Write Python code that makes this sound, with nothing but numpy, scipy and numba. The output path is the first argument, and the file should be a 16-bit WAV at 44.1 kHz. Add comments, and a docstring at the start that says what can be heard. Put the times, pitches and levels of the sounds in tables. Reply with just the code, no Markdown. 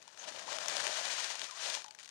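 """In still outdoor air a few creases tick, and a hand slides a wad of paper onto a metal lid lying in ash.
The damped lid scrapes low on the grit under dull bumps of the hand, its ring shifting as it beds in.
The scrunch builds: countless tiny folds buckle and rub, with sharp creases and hollow pops among them.
Late on, two faint squeaks come as the grip tightens, and the crunch thins out to a last few snaps.
It all sounds dry and sits almost wholly on the left."""
import sys
import numpy as np
from scipy import signal
from scipy.fft import rfft, irfft
from scipy.io import wavfile
from scipy.ndimage import uniform_filter1d, map_coordinates
from numba import njit

SR = 44100
rng = np.random.default_rng(int(sys.argv[2]) if len(sys.argv) > 2 else 0)


def dump(signal):
    """Clip the signal to [-1, 1] and save it as 16-bit WAV at the path in sys.argv[1]."""
    limited = np.clip(np.atleast_2d(signal).T, -1, 1)
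    pcm = np.round(limited * 32767).astype(np.int16)
    wavfile.write(sys.argv[1], SR, pcm)


N = 92610

# tone of the still outdoor air: f/Hz, level/dB
AIR_EQ = [(30, -47), (200, -6), (420, 1), (800, 5.5), (1400, 0.5), (6500, -6.5), (10000, -16), (15500, -30)]
# how hard the hand crushes the paper: t/s, level/dB
CRUSH_ENVELOPE = [(0, -65.5), (.15, -61), (.185, -58), (.205, -55), (.24, -48), (.26, -58), (.288, -43.5),
                  (.315, -54), (.36, -50), (.40, -49), (.425, -54), (.465, -53.5), (.505, -44), (.56, -43),
                  (.59, -55.5), (.61, -44.5), (.64, -46), (.70, -42.5), (.76, -39.5), (.82, -41),
                  (.87, -40.5), (.92, -40.5), (1.05, -41), (1.2, -41), (1.3, -43.5), (1.37, -49.5),
                  (1.435, -44), (1.485, -52.5), (1.53, -54), (1.59, -46.5), (1.655, -39.5), (1.71, -42),
                  (1.755, -43), (1.79, -48.5), (1.85, -60), (1.9, -68), (1.98, -71.5), (1.995, -56.5),
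                  (2.015, -56), (2.06, -63.5), (2.1, -64)]
# tone of the paper: f/Hz, level/dB
PAPER_EQ = [(100, -28.5), (350, -13.5), (600, -1), (800, -1.5), (980, 1), (1220, -0.5), (1550, 1.5),
            (1880, 1.5), (2150, -2.5), (2400, 1.5), (2650, -1.5), (2900, 1.5), (3200, 0), (4050, 1),
            (5400, 0), (6650, 1.5), (7700, -6), (8800, -5), (10500, -16.5), (12800, -28.5), (15200, -24.5)]
# creases that snap: t/s, level/dB, f/Hz
CREASE_CUES = [(.0175, -46.5, 2571), (.0255, -44, 6580), (.0775, -42.5, 910), (.1743, -42.5, 1850),
               (0.2401, -41, 3270), (.2775, -52, 1680), (.3224, -41, 1730), (.3624, -38.5, 2960),
               (.3934, -38, 6800), (.5283, -35, 3330), (.566, -36, 5230), (.5858, -31.5, 3340),
               (.6591, -33.5, 6410), (.6838, -27.5, 5500), (.6976, -32, 4230), (.7677, -29, 3500),
               (.7804, -32, 4570), (.802, -32.5, 1704), (.806, -32.5, 1750), (.8412, -32.5, 5800),
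               (.8675, -27.5, 2780), (.877, -32.5, 1790), (.973, -31.5, 6863), (1.054, -32, 3800),
               (1.244, -32, 4100), (1.302, -34, 1983), (1.3545, -34, 4733), (1.3941, -34.5, 5084),
               (1.4165, -31.5, 3400), (1.4421, -35, 3650), (1.5104, -37, 5570), (1.7002, -32.5, 5170),
               (1.742, -31, 5523), (1.7499, -29, 5040), (1.7518, -45, 2370), (1.8194, -40, 4950),
               (1.843, -38.5, 5900), (1.8618, -41.5, 4530), (1.882, -42, 3060), (1.9085, -40.5, 4670),
               (1.923, -50, 3120), (1.9347, -54, 6500), (1.9484, -40, 6270), (1.9878, -41.5, 2330),
               (1.9966, -42, 4940), (2.0297, -43, 2900), (2.0345, -43, 6460), (2.0457, -43, 4570),
               (2.0579, -41, 5700), (2.0768, -42, 4300), (2.0906, -41, 6200)]
# modes of the lid, damped by the ash: f/Hz, level/dB, t60/s
LID_MODES = [(490, -8, 0.024), (625.6, -1.5, 0.05), (807, -6.5, 0.049), (972, -10.5, 0.067)]
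# the lid's pitch as it beds into the ash: t/s, pitch/ratio
LID_BEND = [(.2, 1.01), (.3, 0.99), (.41, 1.09), (.51, 0.99), (.64, 1.03), (.75, 0.97), (.89, 1.02),
            (1.06, 1.065), (1.3, 1.06), (1.7, 1.04)]
# the lid scraping on grit: t/s, level/dB
SCRAPE_ENVELOPE = [(0, -76), (.16, -75), (.24, -54.5), (.3, -56), (.46, -58.5), (.51, -48.5), (.59, -53),
                   (.7, -47.5), (.8, -50), (.89, -47.5), (.95, -54.5), (1.05, -47), (1.15, -59.5),
                   (1.38, -62), (1.43, -64), (1.52, -67), (1.68, -52), (1.77, -60.5), (1.87, -74),
                   (2.1, -97)]
# weight of the hand bumping the wad: t/s, level/dB
BUMP_ENVELOPE = [(0, -77), (.2, -79), (.28, -62.5), (.44, -68.5), (.51, -61), (.65, -65.5), (.77, -55),
                 (.87, -61.5), (.94, -69), (1.15, -68), (1.38, -81), (1.43, -59), (1.51, -101), (1.7, -69),
                 (1.87, -77.5), (2.1, -94)]
# dull tone of those bumps: f/Hz, level/dB
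BUMP_EQ = [(50, -36), (110, -6), (190, -1), (350, 1), (600, 1), (1500, -29), (8000, -69)]
# hollow pops of broad folds: t/s, level/dB, f/Hz
POP_CUES = [(.479, -35, 920), (0.488, -32.5, 1030), (0.514, -37, 600), (.752, -34.5, 665), (.843, -40, 615),
            (.869, -39.5, 400), (.893, -35.5, 600), (1.343, -43, 940), (1.425, -45, 620),
            (1.772, -35.5, 885), (1.794, -45, 1010), (1.8457, -39.5, 1040)]
# rubbing squeaks, one contour each: t/s, f/Hz, level/dB
SQUEAK_CONTOURS = [
    [(1.493, 1267, -51), (1.505, 1168, -58), (1.528, 1012, -55.5), (1.55, 1085, -63), (1.58, 1210, -54)],
    [(1.85, 861, -56), (1.872, 859, -62), (1.894, 856, -55), (1.925, 864, -73), (2.0, 850, -70)],
]
# tone of the microphones' own noise: f/Hz, level/dB
HISS_EQ = [(25, -6), (65, 10), (130, 15.5), (400, 6.5), (1500, -1.5), (6500, -2), (9000, -14.5),
           (15000, -9)]

FULL_DB = -40.5  # reference level of a firm crush
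FOLD_LOW_HZ, FOLD_HIGH_HZ = 390, 9450
TIGHTEN_HZ_PER_S = 1230  # the broadest folds get smaller as the wad is packed
FLUTTER_DB, FLUTTER_PER_S = 1.14, 62


def undb(db):
    """Decibels to gain."""
    return 10 ** (np.asarray(db) / 20)


def unit(x):
    """Scale to rms 1."""
    return x / np.sqrt(np.mean(x ** 2))


def curve(rows):
    """Join (t/s, value) breakpoints with straight lines."""
    return np.interp(np.arange(N) / SR, *np.array(rows).T)


def eq(x, points):
    """Minimum-phase EQ through (f/Hz, level/dB) points, with unit power gain."""
    hz, db = np.array(points).T
    size = 4096
    bin_hz = np.arange(size // 2 + 1) * SR / size
    gain = unit(undb(np.interp(np.log(bin_hz + 1), np.log(hz), db)))
    cepstrum = irfft(np.log(gain))
    cepstrum[1:size // 2] *= 2
    cepstrum[size // 2 + 1:] = 0
    return signal.fftconvolve(x, irfft(np.exp(rfft(cepstrum))))[:N]


def noise(points):
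    """Noise shaped by an EQ curve, at rms 1."""
    return unit(eq(rng.standard_normal(N), points))


def drift(per_s):
    """Smooth random modulation at rms 1."""
    hold = int(SR / per_s)
    return unit(uniform_filter1d(rng.standard_normal(N)[np.arange(N) // hold], hold))


@njit
def rings(starts, hz, t60, size):
    """A decaying sine for each start time."""
    out = np.zeros(N)
    for k in range(len(starts)):
        phasor = size[k] + 0j
        step = np.exp((2j * np.pi * hz[k] - np.log(1000) / t60[k]) / SR)
        first = int(starts[k] * SR)
        for i in range(max(first, 0), min(N, first + int(t60[k] * SR))):
            phasor *= step
            out[i] += phasor.imag
    return out


def ticks(per_s, spread_db):
    """Random impulses of uneven size and sign, at rms 1."""
    fires = rng.random(N) < per_s / SR
    sign = rng.choice([-1, 1], N)
    size = undb(spread_db * np.minimum(rng.exponential(size=N), 3.5))
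    return unit(fires * sign * size / np.sqrt(per_s))


def air(db=-71):
    """A faint, steady bed of outdoor air."""
    return undb(db) * noise(AIR_EQ)


def rustle(full_per_s=10000, db_per_decade=28.5, ring_cycles=3.34, fold_db=-.5, rub_db=-4):
    """Tiny folds buckle, faster the harder the paper is crushed, over the hiss of sheets rubbing."""
    effort_db = curve(CRUSH_ENVELOPE)
    buckles = ticks(full_per_s * 10 ** ((effort_db - FULL_DB) / db_per_decade), spread_db=2.5)
    at = np.flatnonzero(buckles)
    lowest_hz = FOLD_LOW_HZ + TIGHTEN_HZ_PER_S * at / SR
    hz = lowest_hz + (FOLD_HIGH_HZ - lowest_hz) * rng.random(N)[at]
    folds = rings(at / SR, hz, ring_cycles / hz, buckles[at] * np.sqrt(hz))
    texture = undb(fold_db) * unit(eq(folds, PAPER_EQ)) + undb(rub_db) * noise(PAPER_EQ)
    return texture * undb(effort_db + FLUTTER_DB * drift(FLUTTER_PER_S))


def creases(crack_db=1, crack_s=.0012, crumble_db=-6, crumble_s=.0031, facet_db=-2.5, ring_cycles=14.4):
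    """Each crease cracks, rings its own facet and sets off a crumble of smaller folds."""
    out, t = np.zeros(N), np.arange(SR // 40) / SR
    burst = np.hypot(undb(crack_db) * np.exp(-t / crack_s), undb(crumble_db) * np.exp(-t / crumble_s))
    for start, db, hz in CREASE_CUES:
        lowest_hz = FOLD_LOW_HZ + TIGHTEN_HZ_PER_S * start
        low_cut = signal.butter(1, lowest_hz / 2, "high", fs=SR, output="sos")
        crack = signal.sosfilt(low_cut, burst * rng.choice([-1, 1], len(t)))
        decay = np.exp(-np.log(1000) * t * hz / ring_cycles)
        facet = undb(facet_db) * np.sqrt(hz / 1000) * np.sin(2 * np.pi * hz * t) * decay
        attack_s = .00045 * undb(FULL_DB - db)  # quieter snaps have a softer onset
        attack = 1 - np.exp(-t / attack_s)
        i = int(start * SR)
        out[i:i + len(t)] += (undb(db) * attack * (crack + facet))[:N - i]
    return eq(out, PAPER_EQ)


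def slide(peak_s=.191, swell_s=.0025, fade_s=.032, band_hz=(6050, 6650), db=-49):
    """A thin, bright hiss swells as the wad first slides on the metal."""
    t = np.arange(N) / SR - peak_s
    band = signal.butter(2, band_hz, "band", fs=SR, output="sos")
    hiss = unit(signal.sosfilt(band, rng.standard_normal(N)))
    return undb(db) * hiss * np.exp(np.minimum(t / swell_s, -t / fade_s))


def lid_scrape(wobble=.03):
    """Grit catches and slips under the lid and drives its damped modes, which shift as it beds in."""
    hz, db, t60 = np.array(LID_MODES).T.copy()
    polarity = (-1) ** np.arange(len(hz))
    body = rings(np.zeros(len(hz)), hz, t60, undb(db) * polarity)
    ringing = signal.fftconvolve(ticks(per_s=1400, spread_db=3), body)[:N]
    speed = curve(LID_BEND) * (1 + wobble * drift(FLUTTER_PER_S))
    bent = map_coordinates(ringing, [np.cumsum(speed)], mode="mirror")  # varispeed bends the pitch
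    catching = undb(2 * FLUTTER_DB * drift(FLUTTER_PER_S))
    return unit(catching * bent) * undb(curve(SCRAPE_ENVELOPE))


def hand_bumps():
    """The hand's weight knocks dully on the wad."""
    bumps = unit(eq(ticks(per_s=450, spread_db=2.5), BUMP_EQ))
    return bumps * undb(curve(BUMP_ENVELOPE))


def pops(ring_cycles=16, low_cut_hz=450):
    """Broad folds flip over with a hollow note; paper radiates little bass."""
    starts, db, hz = np.array(POP_CUES).T.copy()
    low_cut = signal.butter(2, low_cut_hz, "high", fs=SR, output="sos")
    return signal.sosfilt(low_cut, rings(starts, hz, ring_cycles / hz, undb(db)))


def squeaks(jitter=.0196, rasp=.53, rasp_per_s=340, fade_s=.003):
    """Brief stick-slip tones, raspy because each slip differs in length and strength."""
    t, out = np.arange(N) / SR, np.zeros(N)
    for contour in SQUEAK_CONTOURS:
        times, hz, db = np.array(contour).T
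        pitch_hz = np.interp(t, times, hz) * (1 + jitter * drift(rasp_per_s))
        phase = 2 * np.pi * np.cumsum(pitch_hz) / SR
        tone = unit((1 + rasp * drift(rasp_per_s)) * np.sin(phase))
        gate = np.clip(np.minimum(t - times[0], times[-1] - t) / fade_s, 0, 1)
        out += gate * undb(np.interp(t, times, db)) * tone
    return out


def scene(left_db=5, right_db=-44):
    """Paper and lid over the air bed, panned hard left; a trace reaches the right 1 ms later."""
    mix = rustle() + creases() + slide() + lid_scrape() + hand_bumps() + pops() + squeaks() + air()
    delayed = np.pad(mix, (SR // 1000, 0))[:N]
    return np.array([undb(left_db) * mix, undb(right_db) * delayed])


def record(dry, hiss_db=-78.5, top_hz=15600):
    """The microphones add faint hiss, and a steep high cut takes off the top."""
    hiss = undb(hiss_db) * np.array([noise(HISS_EQ) for _ in dry])
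    high_cut = signal.ellip(10, .2, 80, top_hz, fs=SR, output="sos")
    return signal.sosfilt(high_cut, dry + hiss)


dry = scene()
out = record(dry)
dump(out)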